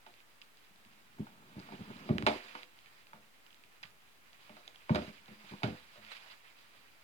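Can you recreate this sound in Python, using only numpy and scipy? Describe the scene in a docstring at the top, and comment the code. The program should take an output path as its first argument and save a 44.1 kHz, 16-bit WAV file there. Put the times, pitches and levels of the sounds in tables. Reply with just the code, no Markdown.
"""A cat stalks a small toy and pounces on a wooden floor indoors, near a hand-held phone.
Over faint rubbing come a knock and small claw ticks, then from 0.7 s a patter and soft paw thumps.
Heavier landings, knocks and scuffs come near 2.1 s, again from 4.9 s and near 5.6 s; rubbing ends it.
Thumps and knocks ring board modes, ticks are damped sines, scuffs and hiss are noise; the room answers.
The phone has two unlike microphone ports and turns quiet sound further down."""
import sys
import numpy as np
from scipy import signal
from scipy.fft import rfft, irfft, next_fast_len
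from scipy.io import wavfile
from scipy.ndimage import uniform_filter1d, minimum_filter1d, map_coordinates

SR = 44100
rng = np.random.default_rng(int(sys.argv[2]) if len(sys.argv) > 2 else 0)


def level_to_linear(level):
    """Convert decibel levels to linear amplitude factors, elementwise."""
    exponent = np.asarray(level, float) / 20
    return 10 ** exponent


def master_out(mix):
    """Clip the mix to full scale and print it as 16-bit PCM to the path in sys.argv[1]."""
    frames = np.transpose(np.atleast_2d(mix))
    ceiling = np.clip(frames, -1, 1)
    pcm = np.round(ceiling * 32767).astype(np.int16)
    wavfile.write(sys.argv[1], SR, pcm)


N = 310407  # length [samples]


def unit(x):
    """x at rms 1."""
    return x / np.sqrt(np.mean(x ** 2) + 1e-20)


def along(points, hz):
    """(Hz, value) points read on a log frequency axis."""
    f, v = np.transpose(points)
    return np.interp(np.log(hz + 1), np.log(f + 1), v)


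def filtered(x, response):
    """x times a complex response of frequency."""
    n = x.shape[-1]
    m = next_fast_len(n + 8192)
    return irfft(rfft(x, m) * response(np.fft.rfftfreq(m, 1 / SR)), m)[..., :n]


def pair(two):
    """Two unrelated signals mixed to the likeness that the ports hear."""
    # left-right likeness of diffuse sound: (frequency [Hz], correlation [0-1])
    likeness = [(100, 0.95), (400, 1), (1200, 0.33), (2500, 0.63), (6000, 0.051)]

    def turn(hz):
        return np.arccos(np.clip(along(likeness, hz), 0, 1)) / 2

    mid, side = filtered(two, lambda hz: np.array([np.cos(turn(hz)), np.sin(turn(hz))]))
    return np.array([mid + side, mid - side])


def boards(length_s, scatter_db, spread=0.):
    """The ring of the floor after one unit blow: new strengths, phases spread over a share of a turn."""
    # modes of the boards under the animal: (frequency [Hz], level [dB], t60 [s])
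    board_modes = [(163, -21, 0.048), (215.5, 3, 1), (225.8, 12.5, 0.053), (295.3, 0, 0.49),
                   (356, -1, 0.14), (394, 1, 0.09), (502, -9, 0.75), (608.3, 0, 0.091), (704, -12.5, 0.39),
                   (851, 0, 0.021), (884.6, 4.5, 0.02), (1185, 5.5, 0.01), (1454, -1, 0.023),
                   (1900, -27, 0.017), (2262, -4, 0.018), (2975, -22, 0.09)]
    t = np.arange(int(length_s * SR)) / SR
    hz, db, t60 = np.transpose(board_modes)[:, :, None]
    level = db + scatter_db * rng.standard_normal(db.shape) - 60 * t / t60
    phase = 2 * np.pi * (hz * t + spread * rng.random(db.shape))
    return (level_to_linear(level) * np.sin(phase)).sum(0)


def add(out, s, sound, wet_db, seed):
    """Places a sound and a fresh room echo of its seed blow, each frequency dying at its own speed."""
    # decay of the room: (frequency [Hz], t60 [s])
    room_decay = [(80, 0.18), (300, 0.58), (600, 0.37), (1000, 0.24), (3000, 0.2), (10000, 0.36)]
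    hz, t, z = signal.stft(rng.standard_normal((2, SR // 2)), SR, nperseg=256)
    decaying = z * level_to_linear(-60 * t / along(room_decay, hz)[:, None])
    tail = pair(signal.istft(decaying, SR, nperseg=256)[1])
    late = np.clip(np.arange(tail.shape[1]) / SR / 0.0017, 0, 1)  # walls answer a little late
    tail *= late / np.linalg.norm(tail[0])
    heard = level_to_linear(wet_db) * signal.fftconvolve(seed[None], tail, axes=1)
    heard[:, :len(sound)] += sound
    i = round(s * SR)
    out[:, i:i + heard.shape[1]] += heard[:, :out.shape[1] - i]


def scuff():
    """Fur and pads rub the wood: noise in drifting patches with sparse fibre ticks, in uneven strokes."""
    # spectrum of the rubbing: (frequency [Hz], relative density [dB per Hz])
    fur_colour = [(200, -43), (500, 2), (1000, 2.5), (2000, -0.5), (4000, -9), (8000, -18), (14000, -16.5)]
    # strokes: (start [s], length [s], mid-stroke level [dB], swell from start to end [dB])
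    strokes = [(1.34, 0.3, -76, 22), (1.641, 0.45, -65, 0.5), (2.082, 0.31, -67.5, -3),
               (2.293, 0.35, -59, -12.5), (2.62, 0.4, -83, 21), (3.715, 0.017, -80, 0),
               (3.836, 0.02, -93, -8), (4.33, 0.77, -74.5, -3), (4.896, 0.21, -63, -3),
               (5.02, 0.39, -71, -11), (5.387, 0.13, -65.5, 15), (5.517, 0.11, -67, -13),
               (5.635, 0.18, -60.5, -12.5), (5.82, 0.35, -65, 5), (6.109, 0.021, -55, 6),
               (6.147, 0.15, -63, 5), (6.165, 0.013, -67, 2), (6.307, 0.035, -63.5, -11),
               (6.32, 0.91, -74.5, -9.5)]
    rest_db = -71  # faint rubbing under all strokes
    edge_s = 0.023  # fade at both ends of a stroke
    flutter_db, flutter_per_s = 1.2, 20  # unevenness of the rubbing

    fibres = (rng.random((2, N)) < 60 / SR) * 5 * rng.standard_normal((2, N))
    z = signal.stft(rng.standard_normal((2, N)) + fibres, nperseg=512)[2]
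    field = uniform_filter1d(rng.standard_normal(z.shape[1:]), 16, 0)  # smooth over frequency
    field = uniform_filter1d(field, 5, 1)  # and over time
    patchy = signal.istft(z * level_to_linear(1.5 * unit(field)), nperseg=512)[1][:, :N]
    rub = unit(pair(filtered(patchy, lambda hz: level_to_linear(along(fur_colour, hz)))))

    t = np.arange(N) / SR
    pressure = np.full(N, level_to_linear(rest_db))
    for s, length, db, swell_db in strokes:
        swell = level_to_linear(db + swell_db * np.clip((t - s) / length - .5, -1, 1))
        inside_s = np.minimum(t - s, s + length - t)
        pressure += swell * np.clip(inside_s / edge_s + .5, 0, 1)
    flutter = map_coordinates(rng.standard_normal(400), [t * flutter_per_s])
    return pressure * level_to_linear(flutter_db * flutter) * rub


def knocks():
    """Paw bones and toy: a hard contact rings the upper board modes and chatters briefly."""
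    # knocks: (time [s], ring peak [dB], click over the ring [dB], favoured pitch [Hz])
    hits = [(0.064, -44, -10, 880), (1.185, -46, -25, 790), (1.268, -44, -18, 870), (1.688, -44, -20, 710),
            (1.722, -44, -20, 750), (1.902, -47, -20, 900), (2.09, -32, -16, 1040), (2.265, -19, 0, 900),
            (2.271, -22, -5.5, 910), (2.282, -24.5, -8.5, 613), (2.551, -35, -7, 850),
            (3.132, -41, -14, 840), (3.8298, -50, 8, 800), (3.8322, -54, 10, 900), (4.494, -45, -8, 640),
            (4.566, -46, -6.5, 705), (4.677, -47, -6, 744), (4.745, -67, 12, 910), (4.894, -26, -16, 900),
            (4.947, -27.5, -3.5, 950), (4.957, -28, -5, 605), (5.28, -50, -8, 804), (5.536, -44, -14, 915),
            (5.621, -39, -30, 690), (5.632, -28.5, -1, 890), (5.641, -28.5, -11, 596),
            (5.957, -48, -8, 595), (5.975, -48, -12, 620)]
    # spectrum of the click: (frequency [Hz], relative density [dB per Hz])
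    click_colour = [(600, -16), (1200, 15), (2500, 6.5), (4000, 1), (7000, -13), (12000, -13.5),
                    (16000, -30)]
    favour_width, favour_db = 0.21, 4  # the struck spot lifts modes near one pitch: width over pitch, lift
    soft_hz, click_db_per_octave = 5870, 13.5  # the duller the contact, the fewer upper modes it reaches
    body_t60_s = 0.77  # the body resting on the boards shortens their ring
    chatter_t60_s, echo_db = 0.031, -2

    out, t = np.zeros((2, N)), np.arange(int(.2 * SR)) / SR
    impulse = 1.0 * (np.arange(len(t)) == 64)
    snap = filtered(impulse, lambda hz: level_to_linear(along(click_colour, hz)))
    rise = 1 - np.exp(-t / 0.00024)
    chatter = rise * level_to_linear(-60 * t / chatter_t60_s)
    for s, db, click_db, pitch in hits:
        top = soft_hz * 2 ** (click_db / click_db_per_octave)

        def contact(hz):
            band = 1j * hz * favour_width * pitch
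            spot = 1 + level_to_linear(favour_db) * band / (pitch * pitch - hz * hz + band)
            light = (1j * hz / (450 + 1j * hz)) ** 3  # too light to move the whole floor
            return spot / (1 + 1j * hz / top) ** 2 * light

        struck = rise * level_to_linear(-60 * t / body_t60_s) * boards(.2, scatter_db=2.5, spread=1.0)
        ring = filtered(struck, contact)
        ring *= level_to_linear(db) / abs(ring).max()
        click = chatter * filtered(rng.standard_normal(len(t)), lambda hz: level_to_linear(along(click_colour, hz)))
        click *= level_to_linear(db + click_db) / abs(click).max()
        # the room answers the ring and a single snap as strong as the click
        seed = ring + snap * np.linalg.norm(click) / np.linalg.norm(snap)
        add(out, s, ring + click, echo_db, seed=seed)
    return out


def ticks():
    """A claw tip: a few cycles of two heavily damped modes."""
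    # single ticks: (time [s], first-mode level [dB], pitch [Hz], time to fall 60 dB [cycles])
    claw_taps = [(.14, -53, 2600, 9), (.204, -53, 2500, 9), (0.4167, -43, 2900, 7), (0.421, -48, 2700, 14),
                 (0.572, -52, 4300, 7), (.648, -54, 3500, 7), (.76, -55, 3800, 7), (0.85, -55, 2700, 9),
                 (1.5935, -48, 4400, 9), (1.599, -48, 4600, 12), (1.968, -48, 4000, 9),
                 (2.1828, -25.5, 1630, 7), (2.1944, -46, 1020, 7), (2.2248, -31, 1090, 5),
                 (2.5813, -51, 2470, 7), (2.632, -38.5, 2160, 7), (2.7894, -50, 2570, 9),
                 (2.86, -51, 2460, 9), (3.0696, -51, 2600, 9), (3.465, -50, 2940, 12),
                 (3.5058, -54, 3200, 16), (3.529, -54, 2900, 12), (3.5448, -51, 3640, 7),
                 (3.638, -52, 2500, 16), (3.8345, -46, 2900, 20), (3.838, -46, 1930, 20),
                 (3.8305, -47, 5100, 16), (3.854, -49, 2600, 9), (3.906, -56, 6200, 14),
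                 (4.331, -51, 3160, 9), (4.6784, -41, 3620, 20), (4.759, -50, 3200, 25),
                 (5.259, -52, 3200, 9), (6.049, -48, 2640, 7), (6.066, -50, 2600, 7), (6.123, -46, 2500, 7),
                 (6.168, -45, 2510, 7)]
    echo_db, edge_rad = -10, 1.1  # an abrupt start gives the tick its crisp top
    overtone, overtone_db = 1.77, -10.5  # second mode: pitch over the first, level
    out, t = np.zeros((2, N)), np.arange(int(.02 * SR)) / SR
    for s, db, hz, cycles in claw_taps:
        first = np.sin(2 * np.pi * hz * t + edge_rad)
        second = level_to_linear(overtone_db) * np.sin(2 * np.pi * overtone * hz * t)
        tick = level_to_linear(db - 60 * t * hz / cycles) * (first + second)
        add(out, s, tick, echo_db, seed=tick)
    return out


def scurry():
    """The toy patters over the boards: dense uneven tiny blows, each ringing briefly."""
    # strength of the patter: (time [s], level [dB])
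    patter_level = [(0.7, -82), (1.25, -56), (1.45, -55), (1.62, -51), (1.69, -51.5), (1.92, -49),
                    (2.02, -49.5), (2.23, -48), (2.35, -62), (2.42, -78), (2.65, -87)]
    ring_t60_s = .045  # light contacts ring briefly
    struck = rng.random(N) < 900 / SR  # about 900 blows a second
    blows = struck * level_to_linear(2 * rng.standard_normal(N)) * np.sign(rng.standard_normal(N))
    ring = np.convolve(boards(.3, scatter_db=1), np.hanning(int(.0006 * SR)))
    ring *= level_to_linear(-60 * np.arange(len(ring)) / SR / ring_t60_s)
    patter = unit(signal.fftconvolve(blows, ring)[:N])
    # chance swells are flattened, so the patter keeps a fairly even strength
    local_power = abs(uniform_filter1d(patter ** 2, int(.02 * SR)))
    patter = patter / (local_power + .2) ** .35
    level = np.interp(np.arange(N) / SR, *np.transpose(patter_level), left=-120, right=-120)
    return level_to_linear(level) * unit(patter)


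def thumps():
    """A soft pad pushes for a few ms, leaving only low modes; a paw that stays down damps the boards."""
    # landings: (time [s], peak [dB], contact [ms], t60 under the paw [s], weight reaching the joists [dB])
    landings = [(0.706, -49.5, 3.9, 0.36, 2), (0.802, -52, 3.5, .15, -17), (0.859, -47, 4, 0.41, -15),
                (1.181, -41.5, 2, 0.053, -13), (1.194, -30.5, 3, 0.14, -21), (1.202, -26, 2.9, 0.028, -29),
                (1.565, -33.5, 3.9, 0.08, -21), (1.58, -39.5, 2.5, 0.12, -10),
                (1.672, -43.5, 2.7, 0.13, -17), (1.72, -47, 3.4, 0.13, -15), (1.735, -43, 2.6, 0.066, -15),
                (1.77, -40.5, 2.8, 0.21, -15), (1.788, -44.5, 5.9, 0.5, -1), (1.805, -38.5, 3.3, 0.17, -1),
                (1.85, -47, 1.2, 0.19, -17), (1.881, -47, 2.1, 0.16, -13), (1.901, -38, 3.2, 0.066, -3),
                (1.944, -45.5, 2.8, 0.12, -25), (2.098, -21.5, 1.74, 0.28, -18),
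                (2.106, -17, 1.98, 0.11, 2), (2.149, -33, 3.2, 0.2, -10), (2.175, -53, 3.6, 0.13, -11),
                (2.205, -39, 1.7, 0.29, -8), (2.232, -25, 3.5, 0.083, 10), (3.14, -41, 4.4, 0.33, 5),
                (3.844, -43.5, 7.5, 0.23, -12), (4.502, -40, 1.2, 0.33, -24), (4.905, -15, 3.1, 0.065, 8.5),
                (4.912, -16.5, 4.8, 0.094, -10), (4.942, -28.5, 1.7, 0.17, -6), (5.022, -38, 1.4, 0.45, 18),
                (5.077, -37.5, 2.9, 0.27, -12), (5.287, -40.5, 0.95, 0.43, -4), (5.312, -43, 5.4, 0.29, 2),
                (5.442, -43, 1.2, 0.26, -20), (5.51, -40, 1.9, 0.15, -13), (5.52, -39.5, 1, 0.25, -12),
                (5.536, -40.5, 2.3, 0.15, -17), (5.634, -25, 4.9, 0.11, 19.5),
                (5.642, -19.5, 2.5, 0.063, 9), (5.667, -31.5, 2.5, 0.25, 6), (5.979, -47.5, 2.9, 1, 20)]
    # beams under the boards, which a paw cannot damp: (frequency [Hz], level [dB], t60 [s])
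    joist_modes = [(72.3, -9, 1), (126, -1, 0.052)]
    # the more a paw damps the boards, the less reaches the room
    free_t60_s, free_echo_db, echo_db_per_halving = 0.16, -3.5, 4
    out, t = np.zeros((2, N)), np.arange(int(.3 * SR)) / SR
    joists = sum(level_to_linear(db - 60 * t / t60) * np.sin(2 * np.pi * hz * t) for hz, db, t60 in joist_modes)
    joists = joists * np.cos(np.pi / 2 * t / t[-1])  # fades out by the end of the ring
    for s, db, ms, t60, weight_db in landings:
        damped_t60 = max(t60, .02)
        ring = level_to_linear(-60 * t / damped_t60) * boards(.3, scatter_db=1.5) + level_to_linear(weight_db) * joists
        push = np.hanning(max(3, int(ms * SR / 1000)))
        ring = np.convolve(ring, push)
        ring *= level_to_linear(db) / abs(ring).max()
        echo_db = free_echo_db + echo_db_per_halving * np.log2(damped_t60 / free_t60_s)
        add(out, s, ring, echo_db, seed=ring)
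    return out


def scene():
    """Everything on the floor."""
    return scuff() + knocks() + ticks() + scurry() + thumps()


def expand(x, knee_db, span_db, depth_db, hold_s, smooth_s):
    """Gain control: full above the knee, sinking by up to depth as the held level falls below it."""
    power = abs(uniform_filter1d(np.mean(x ** 2, 0), int(0.0011 * SR)))
    hold = int(hold_s * SR) // 2 * 2 + 1
    held = -minimum_filter1d(-power, hold, origin=hold // 2)  # highest recent power
    under = np.clip((knee_db - 10 * np.log10(held + 1e-12)) / span_db, 0, 1)
    return x * level_to_linear(-depth_db * uniform_filter1d(under, int(smooth_s * SR) + 1))


def low_pass(x):
    """Removes everything above the highest recorded frequency."""
    return signal.sosfilt(signal.butter(12, 16940, fs=SR, output="sos"), x)


def record(dry):
    """The phone: port colour and delay, bass cut, self-noise, an expander on the bass and one on all."""
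    # colour of the left and the right port, one list each: (frequency [Hz], level [dB])
    port_colours = [
        [(500, 3), (1400, 1), (2400, -2), (3400, -8), (4100, 4), (4800, 13.5), (5700, 2), (7000, 3.5),
         (14000, -6)],
        [(500, 3.5), (1400, 5), (1900, 8), (2400, 12), (3400, 11.5), (4100, 11.5), (4800, 2), (5700, 0),
         (7000, 0), (14000, -14)],
    ]
    # microphone self-noise: (frequency [Hz], relative density [dB per Hz])
    hiss_colour = [(25, -16), (60, 5), (120, 6.5), (400, 3.5), (1200, -6.5), (2500, -9.5), (5000, -17.5),
                   (13000, -20), (16000, -20)]
    right_lag_ms = 0.308
    bass_cut_hz, bass_cut_q = 75.3, 0.66

    def ports(hz):
        lag = np.exp(-2j * np.pi * hz * [[0], [right_lag_ms / 1000]])
        return level_to_linear([along(port, hz) for port in port_colours]) * lag

    def cut(hz):
        return (hz * hz / (hz * hz - bass_cut_hz ** 2 - 1j * hz * bass_cut_hz / bass_cut_q)) ** 3

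    x = filtered(dry, lambda hz: ports(hz) * cut(hz))
    hiss = unit(filtered(rng.standard_normal((2, N)), lambda hz: level_to_linear(along(hiss_colour, hz))))
    x = x + level_to_linear(-59.5) * hiss
    bass = filtered(x, lambda hz: 1 / (1 + (hz / 900) ** 4))
    treble = x - bass
    x = treble + expand(bass, knee_db=-40.5, span_db=3, depth_db=11, hold_s=0.0095, smooth_s=0.026)
    x = expand(x, knee_db=-48.5, span_db=41.0, depth_db=5, hold_s=0.023, smooth_s=0.015)
    x = x / (1 + abs(x / .26) ** 4) ** (1 / 4)  # the input stage rounds off the highest peaks
    mix = x - .0005  # a small converter offset
    return low_pass(mix)


dry = scene()
out = record(dry)
master_out(out)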